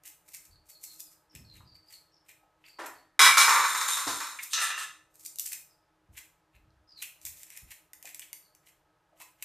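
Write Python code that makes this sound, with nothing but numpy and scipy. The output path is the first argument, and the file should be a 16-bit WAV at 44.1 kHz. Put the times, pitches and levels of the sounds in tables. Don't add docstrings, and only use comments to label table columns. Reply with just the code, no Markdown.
import sys
import numpy as np
from scipy import signal
from scipy.fft import rfft, irfft
from scipy.io import wavfile
from scipy.ndimage import uniform_filter1d, minimum_filter1d

SR = 44100
rng = np.random.default_rng(int(sys.argv[2]) if len(sys.argv) > 2 else 0)


def master(y):
    cut = np.clip(np.atleast_2d(y).T, -1, 1)
    pcm = np.round(cut * 32767)
    wavfile.write(sys.argv[1], SR, pcm.astype(np.int16))


N = 416304

# (time [s], nominal length [s], level [dB])
STRIPS = [(0.036, 0.073, -50), (0.277, 0.0221, -54), (0.328, 0.042, -45.5), (0.443, 0.034, -58.5),
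          (0.685, 0.0331, -51.5), (0.83, 0.0299, -43), (0.872, 0.122, -58), (0.99, 0.0236, -41.5),
          (1.1, 0.054, -62), (1.348, 0.0272, -58.5), (1.521, 0.0815, -64.5), (1.742, 0.0334, -69.5),
          (1.882, 0.1056, -57.5), (2.274, 0.0566, -58.5), (2.631, 0.097, -66), (2.857, 0.0222, -44.5),
          (4.419, 0.0305, -38.5), (5.131, 0.0507, -61.5), (5.189, 0.0335, -55), (5.251, 0.01855, -39),
          (5.389, 0.0406, -44.5), (5.452, 0.0298, -36.5), (5.509, 0.0457, -40), (6.163, 0.041, -48.5),
          (6.533, 0.0498, -75), (7.014, 0.0301, -41.5), (7.248, 0.0493, -42.5), (7.317, 0.16, -56.5),
          (7.456, 0.205, -57.5), (7.698, 0.0393, -49), (8.042, 0.0843, -52), (8.213, 0.0339, -55),
          (8.646, 0.0704, -63), (9.198, 0.0403, -51), (9.42, 0.0191, -50)]
# (frequency [Hz], level [dB])
SKIN_TONE = [(1650, -38), (2800, -15), (3150, -18), (3490, -11), (6390, -1.5), (7700, 1.5), (10100, -3),
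             (13700, 0), (14500, -2)]
# (frequency [Hz], level [dB])
FLESH_TONE = [(410, -49), (700, -21.5), (959, -9), (1110, -15), (1330, -25.5), (1470, -6), (2040, 2),
              (2560, 0), (3510, -9), (4200, -5), (5460, -39), (9240, -120)]


def undb(db):
    return 10 ** (np.asarray(db) / 20)


def unit(x):
    return x / np.sqrt(np.mean(x ** 2) + 1e-24)


def clock(length):
    return np.arange(int(length * SR) + 2) / SR


def fade(t, t60):
    return np.exp(-np.log(1000) * t / t60)


def add(track, s, x):
    i = max(int(s * SR), 0)
    track[i:i + len(x)] += x[:max(N - i, 0)]


def colour(x, points):
    size = 2048
    hz, db = np.transpose(points)
    bins_hz = np.arange(size // 2 + 1) * SR / size
    gain = undb(np.interp(np.log(bins_hz + 1), np.log(hz), db))
    cepstrum = irfft(np.log(gain))
    cepstrum[1:size // 2] *= 2
    cepstrum[size // 2 + 1:] = 0
    impulse = irfft(np.exp(rfft(cepstrum)))
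    return signal.fftconvolve(x, impulse)[:len(x)]


def resonate(x, hz, width):
    return signal.lfilter(*signal.iirpeak(hz, hz / width, fs=SR), x)


def above(x, hz, order=2):
    return signal.sosfilt(signal.butter(order, hz, "high", fs=SR, output="sos"), x)


def grains(t, rate, spread_db):
    hits = rng.random(len(t)) < rate / SR
    sizes = rng.standard_normal(len(t)) * undb(spread_db * rng.standard_normal(len(t)))
    return unit(hits * sizes)


def kitchen(x, wet_db, t60, side_db):
    t = clock(.5)
    tails = rng.standard_normal((2, len(t))) * fade(t, t60) * np.minimum(t / 0.005, 1)
    mid, side = (signal.fftconvolve(x, tail / np.linalg.norm(tail))[:N] * undb(wet_db) for tail in tails)
    side = undb(side_db) * above(side, 5500, order=10)
    return (x + mid + np.array([side, -side])) / np.sqrt(1 + undb(2 * wet_db))


def background():
    # (frequency [Hz], level [dB])
    air_tone = [(15, -40.5), (25, -12.5), (54, -7), (127, -10), (170, -5), (222, -28.5), (314, -17),
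                (388, -13), (818, -12.5), (934, -11.5), (1290, -16.5), (1630, -15), (2130, -22.5),
                (14500, -38.5)]
    # (frequency [Hz], width of each of two resonances in a row [Hz], level [dB])
    hum_bands = [(312.7, 14, -80), (615, 16, -85), (851, 20, -85), (1276.4, 31, -82.5)]
    out = undb(-73) * unit(colour(rng.standard_normal(N), air_tone))
    for hz, width, db in hum_bands:
        once = resonate(rng.standard_normal(N), hz, width)
        out += undb(db) * unit(resonate(once, hz, width))
    return out


def bumps():
    # (time [s], nominal length [s], level [dB], frequency [Hz])
    pushes = [(0.476, 0.175, -67, 58.3), (1.339, 0.177, -57.5, 95.5), (1.531, 0.246, -61.5, 92),
              (3.196, 0.0776, -55, 60), (4.06, 0.115, -59, 111.6), (6.08, 0.123, -62.5, 65.13),
              (6.542, 0.355, -68, 62.1), (7.232, 0.166, -65.5, 65.1), (7.615, 0.092, -60, 56.8)]
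    out = np.zeros(N)
    for s, length, db, hz in pushes:
        t = clock(1.3 * length)
        push = rng.standard_normal(len(t)) * np.minimum(t / 0.0073, 1)
        body = resonate(resonate(push, hz, width=0.95 * hz), hz, width=hz)
        add(out, s, undb(db) * unit(body * (1 - t / t[-1])))
    return out


def bird():
    # (time [s], length [s], start pitch [Hz], end pitch [Hz], level [dB])
    notes = [(0.506, 0.0806, 4600, 4280, -66.5), (0.695, 0.0943, 4500, 4270, -62),
             (0.847, 0.093, 4350, 4150, -57), (1.037, 0.059, 5300, 4750, -64.5),
             (1.293, 0.1174, 5370, 5200, -64.5), (1.447, 0.1547, 4400, 3830, -60.5),
             (1.646, 0.13, 4830, 4490, -60.5), (1.87, 0.119, 4840, 4180, -57.5),
             (2.116, 0.0755, 5500, 5200, -68.5), (2.649, 0.14, 4780, 4410, -63),
             (2.949, 0.061, 4520, 4420, -68.5), (5.69, 0.064, 5235, 4770, -71.5),
             (6.874, 0.096, 5180, 4550, -60), (6.958, 0.0646, 4450, 3650, -53.5),
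             (8.423, 0.074, 4750, 4150, -70)]
    waver_share, flutter_db = .03, 5.5
    out = np.zeros(N)
    for s, length, start_hz, end_hz, db in notes:
        t = clock(length)
        u = t / t[-1]
        waver = unit(uniform_filter1d(rng.standard_normal(len(t)), size=40))
        flutter = unit(uniform_filter1d(rng.standard_normal(len(t)), size=300))
        hz = (start_hz + (end_hz - start_hz) * u) * (1 + waver_share * waver)
        strength = np.abs(np.sin(np.pi * u)) ** 0.48 * undb(flutter_db * flutter)
        add(out, s, undb(db) * unit(strength * np.sin(2 * np.pi * np.cumsum(hz) / SR)))
    return out


def struck(blows, modes, ring, modes_db, cluster_db, ring_t60, crack_db, rattle_s, attack_s):
    strike_spread_db = 5
    out, t = np.zeros(N), clock(0.884)
    early = t < .04
    hz, db, t60 = np.transpose(modes)[:, :, None]
    partials = undb(db) * fade(t, t60) * np.exp(2j * np.pi * hz * t) * np.minimum(t / .002, 1)
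    width, brief = .03 * hz, clock(.04)
    crowd = undb(db) * np.sqrt(width) * np.exp(-np.pi * width * brief) * np.cos(2 * np.pi * hz * brief)
    clusters = above(np.sum(crowd, axis=0), .8 * hz.min())
    for s, level_db, treble_db in blows:
        chatter = undb(crack_db) * grains(t, 1500, 3) * np.exp(-t / rattle_s)
        shake = chatter + rng.standard_normal(len(t)) * fade(t, ring_t60)
        dense = colour(shake, ring)
        close = signal.fftconvolve(shake, clusters)[:len(t)]
        favour = undb(strike_spread_db * (2 * rng.random(len(modes)) - 1))
        phases = np.exp(2j * np.pi * rng.random(len(modes)))
        clear = np.imag(favour * phases @ partials)
        shares = [(0, dense), (cluster_db, close), (modes_db, clear)]
        blow = sum(undb(share_db) * part / part[early].std() for share_db, part in shares)
        blow = blow * np.minimum(t / attack_s, 1)
        blow = colour(blow / blow[early].std(), [(2200, 0.0033), (4200, treble_db)])
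        add(out, s, undb(level_db) * blow)
    return out


def counter():
    # (frequency [Hz], level [dB], 60 dB decay [s])
    modes = [(276.95, -13, 1.04), (337, -4, 0.0157), (781, -2, 0.65), (982.9, 8.5, 0.16), (1733, 2.5, 0.67),
             (1857, -5, 1)]
    # (frequency [Hz], level [dB])
    ring = [(130, -45.5), (230, -24.5), (310, -0.5), (450, -6), (800, 1.5), (1100, -1), (1800, -3),
            (2500, -14), (5000, -18), (9000, -20.5), (14500, -34.5)]
    # (time [s], level [dB], treble [dB])
    blows = [(2.785, -39.5, -2), (2.83, -45.5, -4.5), (3.193, -39, -16), (4.064, -38, 13)]
    return struck(blows, modes, ring, modes_db=-11.5, cluster_db=-10.5, ring_t60=.42, crack_db=-4.5,
                  rattle_s=0.01, attack_s=0.013)


def popping(pops, width_share):
    out, t = np.zeros(N), clock(0.41)
    for s, peak_db, hz, decay in pops:
        width = width_share * hz
        burst = rng.standard_normal(len(t)) * np.exp(-t / decay)
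        pop = resonate(resonate(burst, hz, width), hz, width)
        add(out, s, undb(peak_db) * pop / np.abs(pop).max())
    return out


def counter_thuds():
    # (time [s], level [dB], frequency [Hz], decay time constant [s])
    thuds = [(2.788, -52.5, 309, 0.031), (3.194, -29.5, 342.2, 0.029), (4.066, -31, 318, 0.04)]
    return above(popping(thuds, width_share=0.76), 260, order=6)


def lid():
    # (frequency [Hz], level [dB], 60 dB decay [s])
    modes = [(1084, -5, .5), (1238, -11, .45), (1321, -12, .4), (1508, -10, .45), (1988, -7, .35),
             (2303, 3, .5), (2799, -15, .55), (3352, -11, .5), (3608, -9, .4), (3850, -9, .35),
             (5059, -6, .45), (7730, -14, .3), (9254, -15, .45)]
    # (frequency [Hz], level [dB])
    ring = [(120, -69), (200, -42), (809, -19.5), (1100, -3), (2130, -6.5), (2250, -1.5), (2640, -27),
            (2790, -12.5), (3990, -10), (4690, -21), (5220, -12), (6590, -15), (9260, -15), (12800, -22.5),
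            (14500, -29)]
    # (time [s], level [dB], treble [dB])
    blows = [(3.192, -10.5, 0), (3.211, -16.5, 3), (3.238, -17, -4.5), (3.262, -18, -6),
             (3.378, -22.5, 7.5), (3.409, -22.5, 3)]
    return struck(blows, modes, ring, modes_db=-2.0, cluster_db=-4, ring_t60=.38, crack_db=-1.5,
                  rattle_s=.018, attack_s=.001)


def rolling(count):
    start_s, first_gap_s, slowing = 3.748, .061, 1.2
    start_db, fall_db_per_s, treble_db = -31, 10, 1.5
    delays = first_gap_s * np.cumsum(np.r_[0, slowing ** np.arange(count - 1)])
    return [(start_s + delay, start_db - fall_db_per_s * delay, treble_db) for delay in delays]


def pot():
    # (frequency [Hz], level [dB], 60 dB decay [s])
    modes = [(933, -6, .45), (1031, 1, .5), (1144, -4, .45), (1181, -1, .45), (1286, -3, .5),
             (1367, -7, .45), (1738, -10, .5), (1991, -8, .5), (2290, -8, .45), (3375, -14, .35),
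             (3639, -11, .45), (3850, -9, .4), (4031, -6, .4), (5380, -4, .5), (6519, -10, .4),
             (7284, -11, .45)]
    # (frequency [Hz], level [dB])
    ring = [(150, -59), (250, -38.5), (615, -20), (670, -35.5), (1040, -4), (1650, -6.5), (2310, -11.5),
            (2650, -18.5), (3920, -22), (4340, -18.5), (5230, -19.5), (5790, -28), (6310, -13),
            (8860, -25.5), (14500, -30.5)]
    # (time [s], level [dB], treble [dB])
    blows = [(3.370, -18.5, 1.5), (3.478, -19, -21), (3.491, -25.5, 3), (3.556, -24.5, -7),
             (3.571, -25, -23.5), (3.59, -30, -0.5), (3.639, -28, -1.5)]
    return struck(blows + rolling(count=6), modes, ring, modes_db=-7.5, cluster_db=-2.0, ring_t60=0.575,
                  crack_db=-1.0, rattle_s=.007, attack_s=0.00059)


def tray():
    # (frequency [Hz], level [dB], 60 dB decay [s])
    modes = [(1296, 0, .45), (1322, -4, .4), (1423, -8, .35), (1728, -1, .4), (1756, 0, .45),
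             (1984, -4, .45), (2509, -9, .5), (2832, -9, .45), (3195, -7, .3), (3634, -4, .35),
             (5093, -11, .3), (5862, -8, .3), (7192, -9, .3)]
    # (frequency [Hz], level [dB])
    ring = [(150, -58.5), (250, -38), (681, -17.5), (780, -12), (850, -16), (1280, 0), (1510, -9),
            (1760, 2.5), (2160, -15.5), (2790, 4), (3040, -14.5), (3720, -4), (4650, -17.5), (6420, -8.5),
            (14500, -49)]
    # (time [s], level [dB], treble [dB])
    blows = [(4.53, -36.5, 16), (4.575, -31.5, 1), (4.612, -27.5, -18), (4.645, -38.5, 1.5),
             (4.70, -34.5, -1.5), (4.775, -35.5, -8.5), (4.806, -39, -0.5)]
    return struck(blows, modes, ring, modes_db=-5.0, cluster_db=-5, ring_t60=0.3615, crack_db=-15,
                  rattle_s=0.023, attack_s=0.00405)


def sliding(skids, peaks, attack_s, fall_db_per_s):
    t = clock(N / SR)[:N]
    slips = grains(t, 1900, 3)
    body = np.zeros(N)
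    for k, (hz, width, db) in enumerate(peaks):
        body += (-1) ** k * undb(db) * resonate(slips, hz, width)
    pressure = []
    for s, db in skids:
        swell = np.clip(1 + (t - s) / attack_s, 0, 1)
        pressure.append(swell * undb(db - fall_db_per_s * np.maximum(t - s, 0)))
    return unit(above(body, 2552)) * np.linalg.norm(pressure, axis=0)


def pot_skids():
    # (time [s], level [dB])
    skids = [(3.5, -30.5), (3.665, -34), (3.77, -34.5), (3.89, -29), (4.09, -40)]
    # (frequency [Hz], width [Hz], level [dB])
    peaks = [(3724, 250, 8.5), (4090, 150, -8.5), (5197, 130, 0.5), (6300, 210, 1.5), (7303, 340, 4),
             (8070, 140, 1), (8856, 450, 4), (10320, 130, 1.5), (11636, 1100, -5.5), (13400, 500, -7.5)]
    return sliding(skids, peaks, attack_s=0.02, fall_db_per_s=55.5)


def tray_skids():
    # (time [s], level [dB])
    skids = [(4.535, -36.5), (4.62, -29.5), (4.79, -38.5)]
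    # (frequency [Hz], width [Hz], level [dB])
    peaks = [(3360, 990, 0.5), (5300, 540, -4), (5700, 370, -6.5), (6450, 450, -1), (7280, 530, 2),
             (8720, 1210, 1), (12060, 2800, -8)]
    return sliding(skids, peaks, attack_s=0.036, fall_db_per_s=168)


def wet_pops():
    # (time [s], peak level [dB], frequency [Hz], decay time constant [s])
    pops = [(1.605, -48, 1014, 0.0068), (2.295, -52, 2480, 0.02), (2.43, -56, 745, 0.021),
            (2.64, -47.5, 2520, 0.022), (4.388, -27.5, 2184, 0.0171), (6.705, -61.5, 4520, 0.00201),
            (7.022, -29, 2527, 0.013), (8.045, -47, 757, 0.014), (8.219, -38, 2870, 0.0063),
            (9.12, -57, 648, 0.036), (9.203, -45.5, 978, 0.0147), (9.424, -35.5, 2300, 0.0025)]
    return popping(pops, width_share=0.37)


def blade_depth(s):
    # (time [s], level [dB])
    depths = [(0, -11), (.45, -15.5), (.85, -24.5), (1.0, -26.5), (1.3, 0), (1.9, -10), (2.6, -0.5),
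              (2.9, -16.5), (5.4, -25), (5.52, -11.5), (6.17, -3), (6.55, 4.5), (7.02, -10.5),
              (7.25, -16.5), (7.5, -5), (9.4, -5.5)]
    return np.interp(s, *np.transpose(depths))


def tearing():
    lead_s, lead_db = 0.098, -19
    catch_s, catch_db = .006, 3
    crisp, flesh = np.zeros(N), np.zeros(N)
    leads = [(s - lead_s / 2, lead_s, db + lead_db) for s, length, db in STRIPS]
    for s, length, db in STRIPS + leads:
        t = clock(1.183 * length)
        swell = np.abs(np.sin(np.pi * t / t[-1])) ** 3.3
        catches = np.arange(0, t[-1] + catch_s, catch_s)
        jumps = np.interp(t, catches, rng.standard_normal(len(catches)))
        swell = swell * undb(catch_db * jumps)
        start = s - 0.14 * length
        add(crisp, start, undb(db) * unit(swell * grains(t, 3000, 3)))
        pulp = swell * grains(t, 1200, 1.2)
        hollow = resonate(pulp, rng.uniform(2100, 3400), 350)
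        add(flesh, start, undb(db + blade_depth(s)) * unit(pulp + hollow))
    white = rng.standard_normal(N)
    skin_layer = colour(crisp, SKIN_TONE) / colour(white, SKIN_TONE).std()
    flesh_layer = colour(flesh, FLESH_TONE) / colour(white, FLESH_TONE).std()
    return skin_layer + flesh_layer


def lesser_snaps(count):
    snaps_per_s, over_db, spread_db = 32, 10, 2.5
    snaps = []
    for s, length, db in STRIPS:
        delays = np.cumsum(rng.exponential(1, count)) / snaps_per_s
        scatter = 2 * rng.random(count) - 1
        for delay, luck in zip(delays, scatter):
            if delay < length:
                snaps.append((s + delay, db + over_db + spread_db * luck))
    return snaps


def cracking():
    # (time [s], level [dB])
    cracks = [(1.351, -32.5), (5.25, -29), (5.358, -28.5), (5.3862, -17), (5.3962, -13), (5.5315, -19.5),
              (6.1883, -31), (7.0257, -19.5), (7.215, -37), (7.2519, -19), (7.4325, -27), (7.503, -30.5),
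              (7.574, -26), (7.9331, -27.5), (8.0268, -29), (8.0548, -26.5), (8.146, -24.5),
              (8.1946, -23.5), (8.33, -23), (8.5497, -42.5), (9.2021, -32.5), (9.425, -18.5)]
    knock_db, knock_per_depth = -12, 0.765
    out, t = np.zeros(N), clock(.04)
    for s, peak_db in cracks + lesser_snaps(count=6):
        snap = rng.standard_normal(len(t)) * fade(t, 0.0116)
        tick, knock = colour(snap, SKIN_TONE), colour(snap, FLESH_TONE)
        flesh_db = knock_db + knock_per_depth * blade_depth(s)
        both = tick / np.abs(tick).max() + undb(flesh_db) * knock / np.abs(knock).max()
        add(out, s, undb(peak_db) * both)
    return out


def scene():
    out = kitchen(bird(), wet_db=-2, t60=0.5, side_db=-9.5) + bumps() + background()
    ware = lid() + pot() + tray() + counter() + counter_thuds()
    out += kitchen(ware, wet_db=-6, t60=.36, side_db=0)
    out += kitchen(pot_skids() + tray_skids(), wet_db=-1.0, t60=0.22, side_db=-5)
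    out += kitchen(tearing() + wet_pops(), wet_db=-2, t60=0.36, side_db=-6)
    return out + kitchen(cracking(), wet_db=-3, t60=0.369, side_db=-7.5)


def record(dry):
    gain = np.minimum(1, .75 / (np.abs(dry).max(axis=0) + 1e-9))
    gain = uniform_filter1d(minimum_filter1d(gain, size=600), size=600)
    top_cut = signal.ellip(12, .2, 80, 14450, fs=SR, output="sos")
    return signal.sosfilt(top_cut, dry * gain)


dry = scene()
out = record(dry)
master(out)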